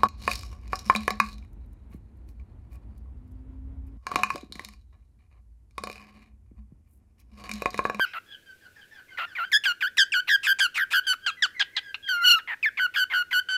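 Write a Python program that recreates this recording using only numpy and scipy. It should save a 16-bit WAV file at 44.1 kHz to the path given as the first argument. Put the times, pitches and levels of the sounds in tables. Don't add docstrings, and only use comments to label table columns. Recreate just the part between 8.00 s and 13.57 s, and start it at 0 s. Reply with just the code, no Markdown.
import sys
import numpy as np
from scipy import signal
from scipy.fft import rfft, irfft
from scipy.io import wavfile

SR = 44100
rng = np.random.default_rng(int(sys.argv[2]) if len(sys.argv) > 2 else 0)


def wrap_up_sound(samples):
    columns = np.atleast_2d(samples).T
    tamed = np.clip(columns, -1, 1)
    steps = np.round(tamed * 32767).astype(np.int16)
    wavfile.write(sys.argv[1], SR, steps)


N = 245637


def gain_of(db):
    return 10 ** (np.asarray(db) / 20)


def evened(x):
    return x / np.sqrt(np.mean(x ** 2) + 1e-20)


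def read(points, hz):
    f, value = np.transpose(points)
    return np.interp(np.log(hz + 1), np.log(f + 1), value)


def add(mix, s, sound):
    part = mix[max(round(s * SR), 0):][:len(sound)]
    part += sound[:len(part)]


def noise(spectrum):
    white = rfft(rng.standard_normal(N))
    colour = gain_of(read(spectrum, np.fft.rfftfreq(N, 1 / SR)))
    return evened(irfft(white * colour, N))


def flutter(top_hz):
    lowpass = signal.butter(3, top_hz, fs=SR, output="sos")
    return evened(signal.sosfilt(lowpass, rng.standard_normal(N)))


def span(start, end):
    first = max(round(start * SR), 0)
    last = min(round(end * SR), N)
    return np.arange(first, last) / SR


def arc(t, *values):
    knots = np.linspace(0, 1, len(values))
    curve = np.polyfit(knots, values, len(values) - 1)
    return np.polyval(curve, np.linspace(0, 1, len(t)))


def gate(t, attack, release):
    nearest_end = np.minimum((t - t[0]) / attack, (t[-1] - t) / release)
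    return np.sin(np.pi / 2 * np.clip(nearest_end, 0, 1)) ** 2


# f/Hz, relative level per Hz/dB
ROOM_HUSH = [(15, -2), (35, -10.5), (60, -2.5), (95, 3), (140, -7), (300, -4.5), (500, -7), (1000, -22.5),
             (2500, -11.5), (5000, -18.5), (9000, -21.5), (15000, -22)]
HUSH_DB = -62.5


def hush():
    return gain_of(HUSH_DB) * noise(ROOM_HUSH)


# f/Hz, t60/s
REVERB_TIME = [(500, 0.21), (1600, 0.51), (3200, 0.21), (6000, 0.2), (14000, 0.11)]


def room(x, treble_db):
    count = 1200
    arrival = 150 + 20 * np.arange(count) + rng.integers(0, 20, count)
    taps = np.zeros(SR)
    taps[arrival] = rng.choice([-1., 1.], count)
    hz, t, bands = signal.stft(taps, SR, nperseg=256)
    decay = gain_of(-60 * t / read(REVERB_TIME, hz)[:, None])
    decay = decay * (1 + 3.6 * np.exp(-t / 0.0097))
    tail = evened(signal.istft(bands * decay, SR, nperseg=256)[1])
    tilt = gain_of(read([(1600, 0.016), (12000, treble_db)], np.fft.rfftfreq(len(tail), 1 / SR)))
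    response = irfft(rfft(tail) * tilt) / np.sqrt(len(tail))
    return signal.fftconvolve(x, response)[:N]


# f/Hz, relative level/dB
BEAK_OPEN = [(4500, -17), (5800, 19.5), (6700, 19), (7700, 18.5), (8400, 4), (9200, -8), (10200, 5),
             (11200, 6.5), (12300, -14.5), (13500, -7.5), (14600, -28), (15700, 4)]
# f/Hz, relative level/dB
BEAK_SHUT = [(4500, 10.5), (6000, 4), (7500, 5.5), (9000, -10), (10500, 0.5), (12000, 1.5), (13500, 10),
             (14600, -13), (15700, 5)]


def beak_for(treble_db):
    return BEAK_SHUT if treble_db < -21.9 else BEAK_OPEN


THROAT_HZ, THROAT_WIDTH_HZ = 3240, 400


def throat(hz):
    return np.exp(-((2 * hz - THROAT_HZ) / THROAT_WIDTH_HZ) ** 2)


# f/Hz, relative level per Hz/dB
AIR_RUSH = [(200, -55), (450, -34.5), (750, -57), (1200, -24), (2000, 40), (2900, 28), (3700, -50),
            (4500, 16), (5600, -33), (7500, 6), (9000, -38), (11000, -26), (14500, -18)]


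def unrest():
    drift, jitter = flutter(39.3), flutter(545)
    shimmer = flutter(740)
    wander = flutter(287)
    air = noise(AIR_RUSH)
    hiss = noise([(9000, -47)] + BEAK_SHUT[4:])
    return np.array([drift, jitter, shimmer, wander, air, hiss])


SHEEN_HZ = 9200


def syrinx(t, chance, beak, hz, db, second_db, third_db, treble_db, sheen_db, rough):
    drift, jitter, shimmer, wander, air, hiss = chance[:, round(t[0] * SR):][:, :len(t)]
    rough = np.clip(rough, 0, 1)
    steady = 2 * np.pi * np.cumsum(hz * (1 + .003 * drift)) / SR
    beat = np.cos(steady / 2 + 1.1 * rough * wander)
    shaken_hz = hz * .085 * np.tanh(2 * rough) * jitter
    phase = steady + 2 * np.pi * np.cumsum(shaken_hz) / SR + .2 * rough * beat
    second = gain_of(second_db) * np.sin(2 * phase)
    third = gain_of(third_db) * np.cos(3 * phase)
    tone = np.sin(phase) + second + third

    k = np.arange(4, 13)[:, None]
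    colour = gain_of(read(beak, k * hz)) * (k * hz < SR / 2)
    high = np.clip((k * hz - SHEEN_HZ) / 1000 + .5, 0, 1)
    for share, share_db in ((1 - high, treble_db), (high, sheen_db)):
        group = evened((share * colour * np.sin(k * phase)).sum(0))
        tone = tone + gain_of(share_db) * group / np.sqrt(2)

    doubling = 1 + .6 * rough ** 1.1 * beat
    shake = evened(doubling * gain_of(3.3 * rough * shimmer))
    voiced = np.sqrt(2 - .5 * rough ** 2) * tone + .3 * np.tanh(1.5 * rough) * air
    return gain_of(db) * shake * (voiced + gain_of(sheen_db - 9.5) * hiss)


# start t/s, end t/s, pitch
# f/Hz, fall f/Hz (negative rises), relative level/dB, swell/dB, 2nd harmonic relative # level/dB, roughness 0-1
FAINT_SOUNDS = [(0.054, 0.128, 2585, 10, -46.5, -12, -15.5, 0.36),
                (.261, 0.318, 1667, 35, -51.5, 5, -2, 0.09), (0.314, 0.354, 1570, 224, -52, -8, 7, 0.12),
                (0.458, 0.521, 1550, 92, -51.5, 2.5, -11.5, 0.06),
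                (0.609, .674, 1557, 336, -54.5, 9, -15, 0.2),
                (0.76, 0.806, 1675, 187, -49.5, -1, -23, 0.17),
                (.811, 0.848, 1513, 200, -59.5, -17, -1.5, 0.18),
                (0.909, 1.002, 1650, 397, -51, 2, -12, 0.24), (1.08, 1.113, 2095, 120, -53, -1, -27, 0.36),
                (1.103, 1.165, 1506, 180, -51, -1, -9, 0.17),
                (1.265, 1.336, 1623, 516, -49.5, 2, -11.5, 0.11),
                (1.452, 1.483, 1553, 90, -50.5, -17, -4.5, 0), (3.034, 3.064, 1627, -65, -51, 1, 4, 0.15),
                (3.204, 3.251, 1610, 135, -52.5, 32, -4, 0), (3.294, 3.353, 1618, 17, -53, -25, 2.5, .05),
                (3.369, 3.414, 1960, 150, -45, 5, -25, 0.05),
                (3.545, 3.596, 2020, 330, -41.5, 8, -26, 0.05),
                (3.725, 3.773, 2052, 341, -45, 28, -22, 0.18),
                (3.829, 3.911, 1624, 140, -45, -6, -10.5, 0.02),
                (4.026, 4.108, 1602, 89, -45, 13.5, 8, 0.04), (4.16, 4.252, 2056, 299, -44.5, 11, -21, 0)]
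# f/Hz, relative level/dB
FAINT_THIRD = [(4400, -13.5), (4950, -17), (5900, -31), (7800, -38)]


def faint_sound(row, chance):
    start, end, pitch, fall, db, swell_db, second_db, rough = row
    t = span(start, end)
    along = arc(t, -0.495, 0.486)
    third_db = read(FAINT_THIRD, 3 * pitch)
    tone = syrinx(t, chance, BEAK_OPEN, pitch - fall * along, db + swell_db * along,
                  second_db, third_db, third_db - 11.5, -45, rough)
    return t[0], tone * gate(t, 0.0029, 0.0049)


# t/s, pitch f/Hz, relative level/dB,
#   2nd harmonic relative level/dB, higher harmonics relative level/dB
HELD_CALL = [(4.087, 1564, -26, -13, -8), (4.149, 1422, -24.5, -11.5, -14), (4.205, 1390, -31, -16, -30),
             (4.223, 1379, -26, -20.5, -15.5), (4.253, 1486, -22, 4, -9.5), (4.261, 1449, -22.5, 5.5, -0.5),
             (4.323, 1417, -25.5, 10.5, 6), (4.355, 1387, -24, 1.5, -16.5), (4.377, 1293, -26, -46, -19),
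             (4.39, 1290, -31, -4, -9)]
# f/Hz, relative level/dB
BEAK_WIDE = [(5800, 9), (7200, 2), (8500, -5.5), (9400, -29.5), (10300, -14), (11400, 2), (12300, -7),
             (13300, -3), (14600, -4.5), (15700, -12)]
QUAVER_HZ, QUAVER_CREST_S, QUAVER_DEPTH_HZ = 30.5, 4.281, 40.4
CLIMAX_S, CLIMAX_HALF_S = 4.305, 0.082


def long_call(chance):
    times, *controls = np.transpose(HELD_CALL)
    t = span(times[0], times[-1])
    hz, db, second_db, upper_db = (np.interp(t, times, c) for c in controls)
    depth_hz = QUAVER_DEPTH_HZ * np.exp(-((t - CLIMAX_S) / CLIMAX_HALF_S) ** 2)
    quaver = depth_hz * np.cos(2 * np.pi * QUAVER_HZ * (t - QUAVER_CREST_S))
    db = db + 0.036 * quaver
    second_db = second_db + 0.021 * quaver
    upper_db = upper_db + 0.0096 * quaver
    tone = syrinx(t, chance, BEAK_WIDE, hz + quaver, db, second_db,
                  upper_db - 1.0, upper_db - 11.0, -14.5 + 0.79 * upper_db, rough=0.039)
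    return t[0], tone * gate(t, 0.0036, 0.0033)


# start t/s, end t/s, pitch f/Hz, relative level/dB,
#   swell/dB, brightness/dB, sheen relative level/dB, roughness (1 is full)
SCRAPES = [(1.174, 1.191, 1910, -32.5, 11, -31, -27, 0.42), (1.353, 1.388, 2056, -34, -1, -36, -28, 0.32),
           (1.517, 1.527, 2076, -27.5, 14, -19, -14, 0.21), (1.638, 1.662, 2550, -28, -2, -21, -21, 0.5),
           (1.808, 1.828, 2320, -30, 2, -29.5, -22, 0.49), (1.971, 1.983, 2534, -29.5, 1, -16, -12, 0.69),
           (2.121, 2.14, 2516, -24.5, 2, -18.5, -43, 0.05), (2.274, 2.292, 2638, -29, 21, -34, -19.5, 1.03),
           (2.432, 2.472, 2577, -29, 5.5, -15.5, -19, 0.55), (2.588, 2.602, 2416, -26.5, 10, -7.5, -36, .9),
           (2.744, 2.783, 2565, -30, 13.5, -19, -21, 0.64),
           (2.905, 2.934, 2507, -30.5, 19, -17.5, -13, .98),
           (3.131, 3.144, 1387, -28.5, -6, -19.5, -20, 0.24), (3.455, 3.464, 1280, -31, 4, -12, -24, 0.34),
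           (3.613, 3.631, 1645, -30.5, -2, -15.5, -35, 0.76),
           (3.766, 3.796, 1678, -34.5, -13.5, -15, -39, 0.6),
           (3.944, 3.965, 2697, -37, -30, -44, -32, 0.91), (4.078, 4.09, 1840, -36.5, 8, -23, -25, 0.12),
           (4.39, 4.412, 1566, -42, -17, -47, -26, 0.53), (4.475, 4.547, 1893, -31.5, 2, -47, -35, 0.64),
           (4.629, 4.662, 2258, -22.5, 1.5, -37, -31.5, 0.1),
           (4.773, 4.798, 2218, -27, 5, -36.5, -32, 0.46), (4.94, 4.959, 2362, -33, 14, -28, -19, 0.68),
           (5.1, 5.137, 2020, -30.5, 10, -37, -27, 0.72), (5.31, 5.331, 2074, -30.5, 6, -27.5, -22, 0.45)]
RASP_FALL = 0.336
RASP_ARCH_DB_PER_S = 56
RASP_LIFT_DB = 22


def rasp(row, chance):
    start, end, pitch, db, swell_db, bright_db, sheen_db, rough = row
    t = span(start - .001, end + .002)
    along = arc(t, -0.488, 0.48)
    hz = pitch * (1 - RASP_FALL * (1 - rough ** 4) * along)
    arch_db = RASP_ARCH_DB_PER_S * (end - start) * arc(t, -1.1, 0.64, -1.1)
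    level_db = db + swell_db * along + arch_db
    second_db = -5 + 0.56 * bright_db + RASP_LIFT_DB * throat(pitch)
    tone = syrinx(t, chance, beak_for(bright_db - 3), hz, level_db, second_db,
                  bright_db + .5, bright_db - 7, sheen_db, rough)
    return t[0], tone * gate(t, 0.0011, 0.005)


# start t/s, end t/s, pitch f/Hz at start, middle and end, relative level/dB, swell/dB,
#   brightness/dB, sheen relative level/dB, initial warble depth f/Hz, roughness 0-1
NEAR_CHIRPS = [(0, .053, 1550, 1571, 1380, -22.5, -0.5, -17, -19.5, 44, .05),
               (0.134, .188, 1585, 1330, 1440, -34, 6.5, -22, -26, 70, 0.52),
               (1.185, 1.256, 1452, 1336, 1450, -31.5, -4, -20, -29.5, 44, 0.82),
               (1.385, 1.453, 1547, 1340, 1590, -28, -1, -24, -31, 18, .3),
               (1.529, 1.577, 1780, 1669, 1818, -18.5, 0, -7.5, -19, 74, 0.02),
               (1.655, 1.725, 1686, 1457, 1450, -23.5, -3.5, -10.5, -23, 22, .11),
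               (1.824, 1.884, 1675, 1473, 1860, -25, -7, -17.5, -23, 84, 0.02),
               (1.981, 2.037, 1850, 1615, 1566, -19.5, -2.5, -4, -20.5, 125, .02),
               (2.139, 2.208, 1646, 1456, 1570, -23, -2.5, -11.5, -24, 69, 0.04),
               (2.291, 2.363, 1830, 1680, 1587, -19, 4, -13, -22.5, 190, 0.01),
               (2.468, 2.531, 1644, 1570, 1594, -20, 2.5, -13.5, -15.5, 143, 0.03),
               (2.603, 2.668, 1603, 1537, 1350, -22, -3.5, -7, -15, 86, 0.06),
               (2.774, 2.842, 1803, 1662, 1540, -23, 4.5, -25.5, -21, 430, 0.02),
               (2.934, 2.999, 1550, 1526, 1475, -20.5, 0.5, -12.5, -16.5, 184, 0.04),
               (3.068, 3.129, 1611, 1510, 1500, -25.5, 5, -2.5, -10.5, 29, 0.06),
               (3.263, 3.307, 1598, 1405, 1200, -28, -8.5, -5.5, -27, 17, 0.19),
               (3.423, 3.457, 1894, 1573, 1412, -22, -6, -6, -31, 39, 0.06),
               (3.595, 3.616, 2194, 1680, 1690, -22.5, 9, -9.5, -31, 64, 0.18),
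               (4.658, 4.693, 1734, 1745, 1490, -23.5, -11, -31, -34, 34, 0.02),
               (4.796, 4.867, 1503, 1503, 1410, -22, 2, -17.5, -25.5, 64, 0.02),
               (4.96, 5.043, 1539, 1523, 1490, -22.5, 2.5, -11, -19, 148, .05),
               (5.136, 5.228, 1477, 1465, 1423, -23.5, -2, -15, -23.5, 102, 0.08),
               (5.329, 5.402, 1558, 1457, 1560, -22, 2.5, -10.5, -17.5, 58, 0.04),
               (5.487, 5.59, 1519, 1522, 1490, -26.5, 1.5, -10, -26, 9.1, .1)]
# relative level at 0 dB brightness/dB, slope/(dB per dB)
OVERTONE_LAW = [(0.6, 0.68), (-1, 1), (-9, 1.27)]
WARBLE_HZ, WARBLE_CREST_S, WARBLE_FADE_S = 84.4, 0.0016, 0.042
ENDS_DB, ENDS_DULL_DB = -1.5, -6
CHIRP_LIFT_DB = 1
ROUGH_SECOND_DB = 9
HOLLOW_DB, HOLLOW_FROM_S = 4.5, 0.06


def chirp(row, chance):
    start, end, p0, p1, p2, db, swell_db, bright_db, sheen_db, depth, rough = row
    t = span(start - .001, end + .001)
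    age = t - start
    fade = np.exp(-(age / WARBLE_FADE_S) ** 2)
    warble = depth * fade * np.cos(2 * np.pi * WARBLE_HZ * (age - WARBLE_CREST_S))
    push = np.tanh(warble / 90)
    release = np.exp(-np.maximum(end - t, 0) / 0.001)
    hz = arc(t, p0, p1, p2) * (1 - 0.081 * release) + warble
    level_db = db + swell_db * arc(t, -0.6, .5) + arc(t, ENDS_DB, 0, ENDS_DB) + 1.26 * push

    second_db, third_db, treble_db = (full_db + slope * bright_db for full_db, slope in OVERTONE_LAW)
    open_db = arc(t, ENDS_DULL_DB, 0, ENDS_DULL_DB) + 1.3 * push
    settling = .55 + np.exp(-age / .014) + np.maximum(-push, 0) + 2 * release
    lengthy = np.clip((end - start - HOLLOW_FROM_S) / 0.0094, -1, 1)
    hollow_db = HOLLOW_DB * lengthy * max(1 - 3 * rough, 0)
    second_db = second_db + CHIRP_LIFT_DB * throat(hz) + ROUGH_SECOND_DB * rough
    second_db = second_db + hollow_db * arc(t, 2 / 3, -1 / 3, 2 / 3)
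    tone = syrinx(t, chance, beak_for(treble_db), hz, level_db, second_db,
                  third_db + open_db, treble_db + open_db, sheen_db + open_db, rough * settling)
    return t[0], tone * gate(t, 0.0024, 0.0045)


def scene():
    near, far, chance = np.zeros(N), np.zeros(N), unrest()
    for row in FAINT_SOUNDS:
        add(far, *faint_sound(row, chance))
    add(near, *long_call(chance))
    for row in SCRAPES:
        add(near, *rasp(row, chance))
    for row in NEAR_CHIRPS:
        add(near, *chirp(row, chance))
    near = signal.sosfilt(signal.butter(3, 720, "highpass", fs=SR, output="sos"), near)
    far_bird = gain_of(-5) * far + gain_of(-2) * room(far, treble_db=-1)
    near_bird = near + gain_of(-18.5) * room(near, treble_db=7.0)
    return (hush() + far_bird + near_bird)[None]


EDGE_HZ = 15600


def record(dry):
    lowpass = signal.firwin(301, EDGE_HZ, window=("kaiser", 8), fs=SR)
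    return signal.oaconvolve(dry, lowpass[None], "same")


dry = scene()
out = record(dry)
wrap_up_sound(out)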